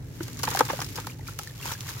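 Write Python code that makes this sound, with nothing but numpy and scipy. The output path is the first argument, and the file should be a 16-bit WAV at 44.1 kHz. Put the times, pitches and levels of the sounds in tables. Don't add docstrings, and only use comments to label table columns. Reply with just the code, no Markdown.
import sys
import numpy as np
from scipy import signal
from scipy.fft import rfft, irfft, next_fast_len
from scipy.io import wavfile

SR = 44100
rng = np.random.default_rng(int(sys.argv[2]) if len(sys.argv) > 2 else 0)


def generate_wav(signal):
    frames = np.transpose(np.atleast_2d(signal))
    scaled = np.clip(frames, -1, 1) * 32767
    pcm = np.round(scaled).astype(np.int16)
    wavfile.write(sys.argv[1], SR, pcm)


N = 88200
TIME = np.arange(N) / SR
TOP_HZ = 15900


def amp(db):
    return 10 ** (np.asarray(db) / 20)


def unit_rms(x):
    return x / np.sqrt(np.mean(x ** 2) + 1e-20)


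def at_hz(points, hz):
    knots_hz, values = np.transpose(points)
    return np.interp(np.log(hz + 1), np.log(knots_hz + 1), values)


def over_time(points):
    return np.interp(TIME, *np.transpose(points))


def filtered(x, response):
    size = next_fast_len(N + 8192)
    return irfft(rfft(x, size) * response(np.fft.rfftfreq(size, 1 / SR)), size)[..., :N]


def coloured(pair, spectrum, correlation):
    def mid_side_gains(hz):
        angle = np.arccos(np.clip(at_hz(correlation, hz), -1, 1)) / 2
        return amp(at_hz(spectrum, hz)) * [np.cos(angle), np.sin(angle)]
    mid, side = filtered(pair, mid_side_gains)
    return unit_rms(np.array([mid + side, mid - side]))


def noise():
    return rng.standard_normal((2, N))


def strike(start_s, attack_s, t60_s):
    age_s = np.maximum(TIME - start_s, 0)
    return (1 - np.exp(-age_s / attack_s)) * amp(-60 * age_s / t60_s)


def ring(start_s, hz, t60_s, attack_s, rise_per_s=0):
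    age_s = np.maximum(TIME - start_s, 0)
    tone = np.sin(2 * np.pi * hz * age_s * (1 + rise_per_s * age_s / 2))
    return strike(start_s, attack_s, t60_s) * tone


def grains(per_s, spread_db, life_s):
    hits = rng.random(N) < per_s / SR
    sizes = amp(spread_db * np.clip(rng.standard_normal(N), -2, 2))
    power = signal.lfilter([1], [1, -np.exp(-2 / (life_s * SR))], hits * sizes ** 2)
    return unit_rms(noise() * np.sqrt(power))


def pings(centre_hz, spread_oct, t60_cycles, spread_db, count):
    onset, pitch, size = rng.random((count, 3)).T[:, :, None]
    step = np.arange(SR // 30)
    hz = np.minimum(centre_hz * 2 ** (spread_oct * (2 * pitch - 1)), TOP_HZ)
    cycles = hz * step / SR
    envelope = (1 - np.exp(-cycles)) * amp(-60 * cycles / t60_cycles)
    waves = amp(spread_db * (2 * size - 1)) * envelope * np.sin(2 * np.pi * cycles)
    samples = (onset * N).astype(int) + step
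    return np.bincount(samples.ravel(), waves.ravel(), N)[:N]


def echo(x, t60_s, delay_s=0):
    tail = noise() * strike(delay_s, attack_s=0.00017, t60_s=t60_s)
    tail /= np.linalg.norm(tail, axis=1, keepdims=True)
    return signal.fftconvolve(np.atleast_2d(x), tail, axes=1)[:, :N]


# (time [s], level [dB])
BASS_LEVEL = [(0, -39), (.25, -39.5), (.7, -38), (1.05, -40), (1.4, -41.5), (1.68, -39.5), (1.85, -41),
              (2, -41)]
LOW_MID_LEVEL = [(0, -52), (.3, -45), (.75, -48), (1.15, -48.5), (1.35, -59), (1.65, -52), (2, -53.5)]
# (frequency [Hz], relative density [dB])
BASS_SPECTRUM = [(20, -42), (33, -35), (50, -8), (72, -13.5), (98, -2), (125, 0), (160, -7), (200, -28),
                 (250, -27), (310, -22.5), (430, -23), (650, -31), (1200, -39), (1800, -34), (3000, -52),
                 (15000, -54)]
LOW_MID_SPECTRUM = [(120, -56), (150, -4.5), (172, 0), (200, -8), (245, -1), (300, -2.5), (360, -13.5),
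                    (450, -17), (620, -42), (1200, -49)]
# (frequency [Hz], left-right correlation [-1..1])
RUMBLE_CORRELATION = [(150, .96), (400, 0.68), (2000, 0.067)]
def background(hum_hz=102.4, hum_db=-52):
    bass = amp(over_time(BASS_LEVEL)) * coloured(noise(), BASS_SPECTRUM, RUMBLE_CORRELATION)
    low_mid = amp(over_time(LOW_MID_LEVEL)) * coloured(noise(), LOW_MID_SPECTRUM, RUMBLE_CORRELATION)
    return bass + low_mid + amp(hum_db) * np.sin(2 * np.pi * hum_hz * TIME)


# (time [s], level [dB], frequency [Hz], t60 [s])
BUBBLES = [(.2053, -25.5, 1500, .011), (0.2073, -21.5, 333, 0.057), (0.4378, -23.5, 1140, 0.026),
           (0.4787, -22.5, 859, 0.053), (.5502, -14.5, 790, 0.022), (.5727, -19, 1020, .016),
           (.596, -20, 1230, 0.031), (0.7337, -18, 530, 0.026), (0.7911, -22.5, 804, 0.014),
           (1.045, -33, 1350, 0.015), (1.098, -29, 2380, 0.012), (1.119, -35, 2870, 0.015),
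           (1.194, -37.5, 860, 0.029), (1.209, -38.5, 1980, 0.026), (1.271, -36, 2400, 0.022),
           (1.284, -31.5, 1350, 0.024), (1.391, -23, 1290, 0.018), (1.3945, -34.5, 830, 0.049),
           (1.473, -28, 1790, 0.018), (1.506, -39, 1790, 0.023), (1.599, -33.5, 3230, 0.013),
           (1.602, -36.5, 1120, 0.019), (1.627, -27.5, 2760, .018), (1.657, -25.5, 930, 0.019),
           (1.685, -29, 3200, .015), (1.7061, -27, 1324, 0.024), (1.716, -34, 1150, 0.014),
           (1.751, -32.5, 1650, .035), (1.889, -27, 1640, 0.017)]
def bubbles(wall_db=-6):
    air = sum(amp(db) * ring(s, hz, t60_s, attack_s=0.00076, rise_per_s=1)
              for s, db, hz, t60_s in BUBBLES)
    return air + amp(wall_db) * echo(air, t60_s=0.022, delay_s=0.0007)


# (time [s], level [dB], frequency [Hz])
CHIPS = [(0.3714, -24, 6300), (0.379, -31, 7000), (.4235, -26, 6400), (0.503, -17.5, 7100),
         (0.66, -22, 7660), (0.7081, -19.5, 5900), (.804, -17, 5630), (.824, -24, 6500),
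         (0.845, -22.5, 5500), (0.957, -21.5, 5600), (0.963, -23.5, 5000), (1.48, -30, 4450),
         (1.498, -29.5, 3540), (1.736, -18.5, 5870), (1.8075, -23.5, 5900)]
def chips():
    rings = sum(amp(db) * ring(s, hz, t60_s=0.0053, attack_s=0.0001) for s, db, hz in CHIPS)
    return echo(rings, t60_s=0.013)


# (frequency [Hz], left-right correlation [-1..1])
GRIT_CORRELATION = [(300, 0.99), (900, 0.15), (1500, 0.5), (2300, -0.12), (4500, -0.13), (12000, 0)]
def grit(pair, spectrum):
    return coloured(pair, spectrum, GRIT_CORRELATION)


# (time [s], relative level [dB])
SNAPS = [(.4331, -15), (.4365, -16), (.5484, -17), (.5727, -16), (.5921, -10), (.8041, -21), (1.3899, -17),
         (1.8077, -23)]
# (frequency [Hz], relative density [dB])
SNAP_SPECTRUM = [(500, -20), (2500, -5), (5000, 8), (7200, -11), (8200, -15), (11000, -5), (15500, -7)]
def pebbles(gain_db=2.5):
    cracks = sum(amp(db + gain_db) * strike(s, attack_s=0.00002, t60_s=0.0016) for s, db in SNAPS)
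    return cracks * grit(noise(), SNAP_SPECTRUM)


# (time [s], level [dB])
LUMPS = [(0.4788, -19), (0.6069, -1.5), (0.7017, -17), (.984, -22), (1.0698, -29.5), (1.7211, -31)]
# (frequency [Hz], relative level [dB], t60 [s])
BASIN_MODES = [(294, -16, 0.044), (354, -14.5, 0.033), (497, -6.5, 0.033), (896, -1.5, 0.023),
               (983, -2, 0.02), (1272, -7, 0.029), (1575, -9, 0.024)]
def lumps(far_wall_db=-6, left_right_delays_s=(0.00219, 0.002556), scatter_db=-15):
    plunge = sum(amp(db + mode_db) * ring(s, hz, t60_s, attack_s=0.0017)
                 for s, db in LUMPS for hz, mode_db, t60_s in BASIN_MODES)
    reflection = np.array([np.interp(TIME - delay_s, TIME, plunge) for delay_s in left_right_delays_s])
    scatter = echo(plunge, t60_s=0.019, delay_s=0.0024)
    return plunge + amp(far_wall_db) * reflection + amp(scatter_db) * scatter


# (time [s], level [dB], t60 [s])
TICKS = [(0.2309, -32.5, 0.05), (0.281, -36.5, 0.022), (0.331, -33, 0.014), (0.3707, -39, 0.013),
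         (0.3902, -32, 0.065), (0.421, -48, 0.016), (0.4322, -19.5, 0.019), (0.4365, -24, 0.039),
         (.452, -24, 0.019), (0.504, -24.5, 0.014), (0.513, -27, 0.018), (0.549, -18.5, 0.0054),
         (.5597, -22, 0.021), (0.5725, -24, 0.0074), (0.5902, -18, 0.026), (0.595, -24, 0.02),
         (0.6063, -20, .02), (0.651, -28, 0.028), (.709, -38, 0.0097), (0.7312, -31, 0.02),
         (0.8025, -30, .013), (0.817, -25.5, 0.025), (0.822, -32, 0.016), (0.845, -34, 0.038),
         (.865, -41, 0.013), (0.889, -34, 0.015), (.957, -34, 0.074), (1, -32, .02), (1.069, -28.5, 0.022),
         (1.278, -30, 0.017), (1.3882, -26.5, 0.036), (1.4138, -40, .012), (1.433, -34, 0.025),
         (1.4737, -33.5, 0.017), (1.655, -28.5, 0.026), (1.7193, -26.5, 0.018), (1.737, -38, 0.024),
         (1.8073, -31.5, 0.005), (1.89, -32.5, 0.063)]
SLAPS = [(.2053, -28.5, 0.029), (.28, -35.5, 0.047), (0.393, -33, 0.059), (0.434, -23, 0.037),
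         (0.439, -31, 0.043), (0.473, -21.5, 0.058), (0.511, -31, 0.15), (0.548, -29, .035),
         (0.571, -16.5, 0.028), (0.5911, -18.5, 0.038), (0.594, -25, 0.081), (0.608, -24.5, 0.052),
         (0.687, -26, .05), (.698, -21.5, 0.068), (0.732, -30, 0.028), (0.79, -26.5, 0.029),
         (0.802, -29, .03), (0.815, -24.5, 0.059), (0.975, -34.5, 0.15), (1.07, -25, 0.017),
         (1.191, -46, .025), (1.284, -38.5, 0.07), (1.391, -30, 0.028), (1.655, -28, 0.022),
         (1.705, -28.5, 0.021), (1.717, -29.5, 0.066), (1.886, -29, 0.015)]
# (frequency [Hz], relative density [dB])
TICK_SPECTRUM = [(200, -20), (1000, -16.5), (2500, -4.5), (4500, 3), (7200, 2), (8100, -4.5), (10000, -2.5),
                 (15500, -5.5)]
SPLASH_SPECTRUM = [(100, -26), (280, -11), (480, -3.5), (590, -11), (700, -10), (860, -0.5), (1250, -1.5),
                   (1650, -4.5), (2300, -9), (3500, -13.5), (8000, -45)]
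def crumbs(click_db=-3.5):
    ticks = sum(amp(db) * strike(s, attack_s=0.00033, t60_s=t60_s) for s, db, t60_s in TICKS)
    clicks = sum(amp(db + click_db) * strike(s, attack_s=0.00005, t60_s=0.0015) for s, db, _ in TICKS)
    slaps = sum(amp(db) * strike(s, attack_s=0.0015, t60_s=t60_s) for s, db, t60_s in SLAPS)
    return (ticks + clicks) * grit(noise(), TICK_SPECTRUM) + slaps * grit(noise(), SPLASH_SPECTRUM)


def spray(flow_db, stray_db=3.5, fizz_db=1):
    strays = pings(centre_hz=5470, spread_oct=0.8, t60_cycles=16, spread_db=11, count=100)
    fizz = pings(centre_hz=1880, spread_oct=0.88, t60_cycles=14, spread_db=8.5, count=70)
    return echo(amp(flow_db) * (amp(stray_db) * strays + amp(fizz_db) * fizz), t60_s=0.012)


def crackle(flow_db, gain_db=-11.5):
    return amp(flow_db + gain_db) * grit(grains(per_s=34, spread_db=3, life_s=0.0016), TICK_SPECTRUM)


# (time [s], level [dB])
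SAND_FLOW = [(0, -61), (.1, -55.5), (.21, -48), (.24, -46), (.35, -48.5), (.42, -46), (.48, -36.5),
             (.59, -36.5), (.63, -44), (.68, -38), (.77, -41), (.87, -43), (.94, -46), (.98, -39.5),
             (1.04, -48.5), (1.1, -44.5), (1.16, -55.5), (1.25, -53), (1.29, -42.5), (1.36, -52.5),
             (1.42, -45), (1.53, -52), (1.6, -46.5), (1.66, -37), (1.72, -34.5), (1.77, -48), (1.86, -43),
             (1.895, -38), (1.94, -44), (2, -42)]
# (frequency [Hz], relative density [dB])
HISS_SPECTRUM = [(150, -14), (800, -29), (2200, 0.5), (3500, -1.5), (5500, -0.5), (7200, -1), (8000, -7.5),
                 (9500, -8.5), (12000, -3.5), (15500, -7.5)]
def sand(reference_db=-40, patter_offset_db=-5.5, patter_db_per_db=1.45):
    flow_db = over_time(SAND_FLOW)
    fine = grains(per_s=900, spread_db=-1.5, life_s=0.0011) + 0.61 * noise()
    hiss = amp(flow_db) * grit(fine, HISS_SPECTRUM)
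    coarse = grains(per_s=260, spread_db=-1, life_s=0.0053)
    patter_db = reference_db + patter_offset_db + patter_db_per_db * (flow_db - reference_db)
    patter = amp(patter_db) * grit(coarse, SPLASH_SPECTRUM)
    return hiss + patter + crackle(flow_db) + spray(flow_db)


def scene(room_db=-18.5):
    water = lumps() + bubbles()
    near = water + sand() + chips() + pebbles() + crumbs()
    return near + amp(room_db) * echo(near, t60_s=0.058, delay_s=0.015) + background()


def record(dry):
    return filtered(dry, lambda hz: 1 / np.sqrt(1 + (hz / TOP_HZ) ** 200))


dry = scene()
out = record(dry)
generate_wav(out)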